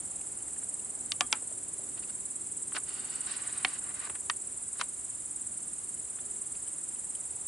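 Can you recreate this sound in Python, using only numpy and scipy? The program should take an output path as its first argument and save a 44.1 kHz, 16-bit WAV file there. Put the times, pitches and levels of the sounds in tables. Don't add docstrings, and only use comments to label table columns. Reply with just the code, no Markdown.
import sys
import numpy as np
from scipy import signal
from scipy.fft import rfft, irfft
from scipy.io import wavfile

SR = 44100
rng = np.random.default_rng(int(sys.argv[2]) if len(sys.argv) > 2 else 0)


def voltage_ratio(decibels):
    exponent = np.asarray(decibels, float) / 20
    return 10 ** exponent


def transcribe(signal):
    frames = np.atleast_2d(signal).T
    limited = np.clip(frames, -1, 1)
    pcm = np.round(limited * 32767).astype(np.int16)
    wavfile.write(sys.argv[1], SR, pcm)


N = 329427


def evened(x):
    return x / np.sqrt(np.mean(x ** 2) + 1e-20)


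def add(mix, s, sound):
    part = mix[..., round(s * SR):][..., :sound.shape[-1]]
    part += sound[..., :part.shape[-1]]


def band(x, low_hz, high_hz):
    return signal.sosfilt(signal.butter(2, [low_hz, high_hz], "band", fs=SR, output="sos"), x)


def resonate(x, hz, width):
    r = np.exp(-np.pi * width / SR)
    feedback = [2, -4 * r * np.cos(2 * np.pi * hz / SR), 2 * r * r]
    return signal.lfilter([1 - r * r, 0, r * r - 1], feedback, x)


def wander(per_s):
    points = rng.standard_normal(N // 100)
    return evened(np.interp(np.arange(N) / SR * per_s, np.arange(N // 100), points))


def rasp(times, db, hz, fall_hz, uneven_db):
    tooth = np.arange(-7, 7)
    slip, size, bend, turn = rng.standard_normal((len(times), len(tooth), 4)).transpose(2, 0, 1)
    shift = rng.uniform(-.5, .5, (len(times), 1))
    late = .00213 * (tooth + shift) + .00006 * tooth ** 2 + .00012 * slip
    push = np.exp(-(late / np.where(late < 0, .0068, .0082)) ** 2)
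    gain = voltage_ratio(db[:, None] + uneven_db * size) * push
    pitch = hz - fall_hz * np.tanh(late / 0.0061) + 180 * bend

    t = np.arange(-40, 88) / SR
    shape = np.exp(-(t / np.where(t < 0, .00028, .00042)) ** 2)
    phase = 2 * np.pi * (pitch[..., None] * t + turn[..., None])
    tooth_ring = gain[..., None] * shape * np.cos(phase)

    start = np.round((times[:, None] + late) * SR).astype(int)
    at = start[..., None] + np.arange(len(t)) - 40
    inside = (at >= 0) & (at < N)
    return np.bincount(at[inside], tooth_ring[inside], N)


# t/s, lead on the steady beat/strokes, level/dB
SINGER_EFFORT = [(0, -.095, -35.5), (.36, -.125, -37), (0.618, -.18, -34.5), (1.0, -.145, -36),
                 (1.299, -.1, -37.5), (1.598, -.095, -37.8), (2.062, .022, -36), (2.45, .058, -35.5),
                 (2.85, -.002, -34.5), (3.302, -.113, -33.5), (3.8, -.128, -34), (4.152, -.038, -36.5),
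                 (4.44, -.1, -37.5), (4.7, -.055, -36.6), (5.3, -0.048, -36.5), (5.698, -.112, -36.5),
                 (6.849, -.108, -36), (7.47, -.08, -35)]
# f/Hz, bandwidth/Hz, level/dB
WING_MODES = [(7840, 220, 4.5), (8450, 170, 3.5), (8830, 220, 5.5), (9240, 200, 1.5)]
STROKES_PER_S = 19.025
SINGER_DB, SINGER_PAN_DB = 5, -1.5


def singer():
    s, lead, effort_db = np.transpose(SINGER_EFFORT)
    times = np.arange(143) / STROKES_PER_S
    jitter = .0003 * rng.standard_normal(len(times))
    times = times - np.interp(times, s, lead) / STROKES_PER_S + .0006 + jitter
    stroke_db = SINGER_DB + np.interp(times, s, effort_db) + .45 * rng.standard_normal(len(times))
    song = rasp(times, stroke_db, hz=8430, fall_hz=450, uneven_db=1.5)
    song = song + sum(voltage_ratio(db) * resonate(song, hz, width) for hz, width, db in WING_MODES)

    t = np.arange(2000) / SR
    leaves = rng.standard_normal((2, len(t))) * voltage_ratio(-60 * t / 0.11) * (t > .001)
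    leaves = leaves / np.linalg.norm(leaves[0])
    echo = signal.oaconvolve(song[None], leaves, axes=1)[:, :N]
    return (song + voltage_ratio(-44) * echo) * voltage_ratio([[SINGER_PAN_DB / 2], [-SINGER_PAN_DB / 2]])


# low f/Hz, high f/Hz, share of t60
SHELL_BANDS = [
    (200, 750, 1.6),
    (850, 1750, 1.25),
    (1950, 3700, .95),
    (4700, 10500, .5),
]


def snap(db, body_db, thump_db, crack_db, t60):
    t = np.arange(6000) / SR
    breaks = rng.standard_normal((3, len(t)))
    breaks = breaks[0] + .75 * breaks[1:]
    breaks = breaks + 6.85 * (np.arange(len(t)) == 4)
    sound = 0
    for k, (shell_band, part_db) in enumerate(zip(SHELL_BANDS, (thump_db, body_db, 0, crack_db))):
        low_hz, high_hz, share = shell_band
        fall_db = -60 * t / (share * max(t60, .008))
        rattle = voltage_ratio(-32.5 + fall_db / 10.7)
        part = band(breaks * (voltage_ratio(fall_db) + rattle), low_hz, high_hz)
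        part = band(part, .7 * low_hz, 12000)
        sound = sound + (-1) ** k * voltage_ratio(db + part_db) * part / abs(part.mean(0)).max()
    return sound


CHATTER, CHATTER_HZ, STIFF_ABOVE_HZ = .55, 200, 3000


def ring(hz, db, t60):
    t = np.arange(9000) / SR
    noise = rng.standard_normal((2, 2 * len(t)))
    chatter = evened(resonate(noise, hz, min(CHATTER_HZ, hz / 6))[:, len(t):])
    share = CHATTER * (.4 if hz > STIFF_ABOVE_HZ else 1)
    tone = np.sin(2 * np.pi * hz * t) + share * chatter
    return band(voltage_ratio(db - 60 * t / t60) * tone, hz / 1.32, hz * 1.4)


def tap(db, hz, width):
    puff = rng.standard_normal((2, 700)) * np.hanning(700) ** 2
    sound = resonate(resonate(puff[0] + .5 * puff, hz, width), hz, width)
    return voltage_ratio(db) * sound / abs(sound).max()


def rubbed(grit, modes):
    rub = voltage_ratio(-11) * band(grit, 700, 5600)
    rub = rub + sum(voltage_ratio(db + wander(11)) * resonate(grit, hz, width) for hz, width, db in modes)
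    low = signal.sosfiltfilt(signal.butter(2, 2600, fs=SR, output="sos"), rub)
    return np.array([evened(low), evened(rub - low)])


# start t/s, length/s, level/dB, change over the slide/dB, treble level/dB
SLIDES = [(1.344, 0.06, -43, -22, -19), (1.973, .028, -52, -8, -4), (2.025, 0.024, -51.5, -16, -1),
          (2.084, 0.022, -61, 9, -4), (2.739, 0.031, -58.5, 26.5, -1.5), (2.772, 0.03, -45, -24, -3),
          (2.87, 0.4, -54.5, 1.5, -2.5), (3.271, .1, -49.5, 0, 2), (3.373, 0.288, -47.5, -3, -6),
          (3.667, 0.13, -46.5, -9.5, -2.5), (3.811, 0.11, -58.5, 9.5, -12), (3.941, 0.135, -52, 5, -7.5),
          (4.073, 0.078, -58, -6, -8), (4.152, 0.028, -44, -31, -10), (4.752, .031, -52.5, -10, -12),
          (4.783, 0.035, -62, 19.5, 5), (4.827, 0.035, -55, -23, 3)]
# f/Hz, bandwidth/Hz, level/dB
LIGHT_GRIP = [(1500, 150, -9.5), (1960, 110, -11.5), (2830, 250, -6), (3620, 150, -9), (4400, 320, -5)]
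# f/Hz, bandwidth/Hz, level/dB
FULL_GRIP = [(760, 65, -9), (1183, 71, 1.5), (1500, 250, -2), (1860, 440, -2.5), (2400, 250, -10.5),
             (2780, 280, -7), (3800, 250, -5), (4430, 170, -15)]
GRIP_S = 3.27
TOUCH_S = 0.0052
EASE = 0.079


def slides():
    catches_db = 3.2 * np.minimum(rng.exponential(1, N), 4) * (rng.random(N) < .02)
    grit = rng.standard_normal((3, N)) * voltage_ratio(catches_db + wander(70))
    grit = band(grit[0] + grit[1:], 410, 6000)
    light = np.arange(N) < GRIP_S * SR
    low, high = np.where(light, rubbed(grit, LIGHT_GRIP), rubbed(grit, FULL_GRIP))
    t, out = np.arange(N) / SR, np.zeros((2, N))
    for s, length, db, change_db, treble_db in SLIDES:
        to_edge = np.minimum(t - s, s + length - t)
        touch = np.clip(to_edge / (TOUCH_S + EASE * length) + .5, 0, 1)
        press = voltage_ratio(db - 1.83 + change_db * np.clip((t - s) / length, 0, 1))
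        out += touch * press * (low + voltage_ratio(treble_db) * high)
    return out


# body level/dB, thump level/dB,
# crack level/dB
SNAPS = [
    (1.119, -21.5, -19, -36, 7.5),
    (1.2082, -12.5, -8, -18.5, 4.5),
    (1.3269, -13.5, -12, -20, 5),
    (2.7665, -29.5, 2.5, -35, -14),
    (3.648, -14, -4.5, -18.5, -4.5),
    (4.2986, -19, -12, -27, 0.5),
    (4.812, -25.5, 0.5, -22, 5),
]
# t/s, peak level/dB, body level/dB
CREAKS = [(2.7205, -48, 7), (2.7495, -34.5, -5), (2.7745, -39.5, 6.5), (4.071, -45.5, 5.5),
          (4.0977, -38.5, 1.5), (4.1545, -47, -2), (4.797, -41.5, 7), (4.8201, -40.5, 3)]
# t/s, f/Hz, level/dB, t60/s
RINGS = [(1.119, 2900, -28.5, 0.027), (1.119, 3630, -19.5, 0.011), (1.119, 4500, -24, 0.015),
         (1.119, 5600, -33, 0.0093), (1.119, 1160, -42, 0.06), (1.211, 3260, -50, 0.2),
         (1.21, 4800, -47, 0.083), (1.208, 1190, -32, 0.11), (1.209, 730, -31.5, 0.065),
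         (1.209, 2350, -36, 0.042), (1.209, 254, -46, 0.28), (1.327, 2372, -26.5, 0.045),
         (1.329, 1315, -39, .1), (1.209, 1720, -39, 0.091), (1.328, 865, -30, .056),
         (1.328, 4840, -44, .057), (3.649, 2200, -25, 0.037), (3.649, 1300, -37, 0.043),
         (3.649, 760, -31, 0.054), (3.649, 4280, -23, 0.018), (3.649, 275, -43, 0.13),
         (3.649, 1890, -38, .03), (4.299, 1890, -24, 0.035), (4.298, 1500, -23, 0.023),
         (4.298, 1180, -25.5, 0.027), (4.299, 4650, -29, 0.017), (4.812, 1475, -22.5, 0.024),
         (2.768, 1480, -27, 0.026), (4.813, 972, -33, 0.038)]
# t/s, peak level/dB, f/Hz
TICKS = [(0.2104, -48, 2680), (0.401, -51, 2850), (0.4808, -48.5, 1720), (0.562, -48, 1610),
         (0.625, -47, 1500), (0.7936, -47.5, 2800), (1.9744, -49, 2910), (2.033, -44, 2610),
         (5.9693, -55, 2990), (6.1684, -52, 1630), (6.1847, -46, 1500), (6.3101, -53, 2870),
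         (6.548, -45.5, 2500), (6.67, -49, 3080), (6.908, -51, 1550), (6.958, -51.5, 2750),
         (6.19, -52, 3560), (6.552, -55, 4450), (6.661, -55, 1450), (7.1497, -44.5, 2810)]
# t/s, peak level/dB, f/Hz
KNOCKS = [(1.422, -47, 560), (1.512, -42.5, 516), (1.79, -43, 468), (1.823, -49, 410)]
SNAP_T60, THIN_T60, THIN_BELOW_DB = 0.022, 0.02, -15
CREAK_THUMP_DB, CREAK_CRACK_DB, CREAK_T60 = -5, -11, 0.037


def hand():
    out = slides()
    for s, db, body_db, thump_db, crack_db in SNAPS:
        t60 = THIN_T60 if body_db < THIN_BELOW_DB else SNAP_T60
        add(out, s, snap(db, body_db, thump_db, crack_db, t60))
    for s, db, body_db in CREAKS:
        add(out, s, snap(db, body_db, CREAK_THUMP_DB, CREAK_CRACK_DB, CREAK_T60))
    for s, *part in RINGS:
        add(out, s, ring(*part))
    for s, db, hz in TICKS:
        add(out, s - .004, tap(db - 0.5, hz, width=630) + tap(db - 7, 1.72 * hz, width=1300))
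    for s, db, hz in KNOCKS:
        add(out, s - .004, tap(db, hz, width=240))
    return out


def read(points, hz):
    f, value = np.transpose(points)
    return np.interp(np.log(hz + 1), np.log(f + 1), value, left=-90, right=-90)


def colour(x, points, db):
    gain = voltage_ratio(read(points, np.fft.rfftfreq(N, 1 / SR)))
    return voltage_ratio(db) * evened(irfft(rfft(x) * gain, N))


# f/Hz, spectral level/dB per Hz
CHORUS_MID = [(3290, -40), (5600, -24), (6350, -18), (7030, -6.5), (7570, 0.5), (7920, -3.5), (9030, -1),
              (10100, -4.5), (11000, -10.5), (14400, -37), (22000, -120)]
# f/Hz, spectral level/dB per Hz
CHORUS_SIDE = [(3290, -51), (5600, -28), (6420, -23), (7300, -2), (7700, -4), (9590, -10), (11000, -19),
               (14400, -50), (22000, -120)]
CHORUS_MID_DB, CHORUS_SIDE_DB = -42, -49.5


def chorus():
    both = []
    for points, db in ((CHORUS_MID, CHORUS_MID_DB), (CHORUS_SIDE, CHORUS_SIDE_DB)):
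        kin = np.zeros(N)
        for hz in np.linspace(6800, 10800, 9):
            times = np.cumsum(rng.uniform(.03, .055, 260))
            stroke_db = 1.46 * rng.standard_normal(len(times))
            kin += rasp(times, stroke_db, hz=hz, fall_hz=500, uneven_db=2)
        both.append(colour(0.52 * evened(kin) + rng.standard_normal(N), points, db))
    mid, side = both
    return np.array([mid + side, mid - side]) * voltage_ratio([[-.7], [.7]])


# f/Hz, spectral level/dB per Hz
AIR_MID = [(15, -45), (25, -23), (54, -1), (111, 0), (150, -3), (308, -2), (372, -2.5), (398, -7),
           (437, -8), (713, -9), (764, -9), (4800, -19.5), (6500, -21), (8450, -16.5), (14300, -120)]
# f/Hz, spectral level/dB per Hz
AIR_SIDE = [(15, -41), (25, -19), (116, -5.5), (239, -3), (408, -1.5), (491, 0), (1430, -2.5), (2230, -5),
            (4920, -14), (6500, -5), (8450, -41), (14300, -120)]
# low f/Hz, high f/Hz, starting lift/dB, gone at t/s
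TRAFFIC = [(130, 450, 3, 6.2), (458, 560, 3, 2.2), (680, 840, 4, 2)]
# t/s, level/dB
HUM = [(0, -69), (1.3, -66), (1.5, -62.5), (3.3, -66.5), (4.6, -67), (5.4, -77), (6.3, -63), (7.47, -80)]
AIR_MID_DB, AIR_SIDE_DB, HUM_HZ = -56.5, -61, 404.7


def air():
    t = np.arange(N) / SR
    mid = colour(rng.standard_normal(N), AIR_MID, AIR_MID_DB)
    side = colour(rng.standard_normal(N), AIR_SIDE, AIR_SIDE_DB)
    hush = np.array([mid + side, mid - side])
    out = hush
    for low_hz, high_hz, lift_db, gone_s in TRAFFIC:
        sections = signal.butter(1, [low_hz, high_hz], "band", fs=SR, output="sos")
        part = signal.sosfiltfilt(sections, hush)
        swell_db = lift_db * np.maximum(1 - (t / gone_s) ** 2, 0) + 0.82 * wander(2.71)
        out = out + part * (voltage_ratio(swell_db) - 1)
    hum = np.sin(2 * np.pi * np.cumsum(HUM_HZ + 1.485 * wander(7.3)) / SR)
    hum_db = np.interp(t, *np.transpose(HUM)) - wander(10)
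    return out * voltage_ratio(0.22 * wander(12)) + voltage_ratio(hum_db) * hum


def scene():
    return singer() + chorus() + air() + hand()


def band_limit(x):
    return signal.sosfilt(signal.butter(12, 11830, fs=SR, output="sos"), x)


def record(dry):
    lowpass = signal.firwin(1601, 11020, window=("kaiser", 8), fs=SR)
    mix = signal.oaconvolve(dry, lowpass[None], "same")
    return band_limit(mix)


dry = scene()
out = record(dry)
transcribe(out)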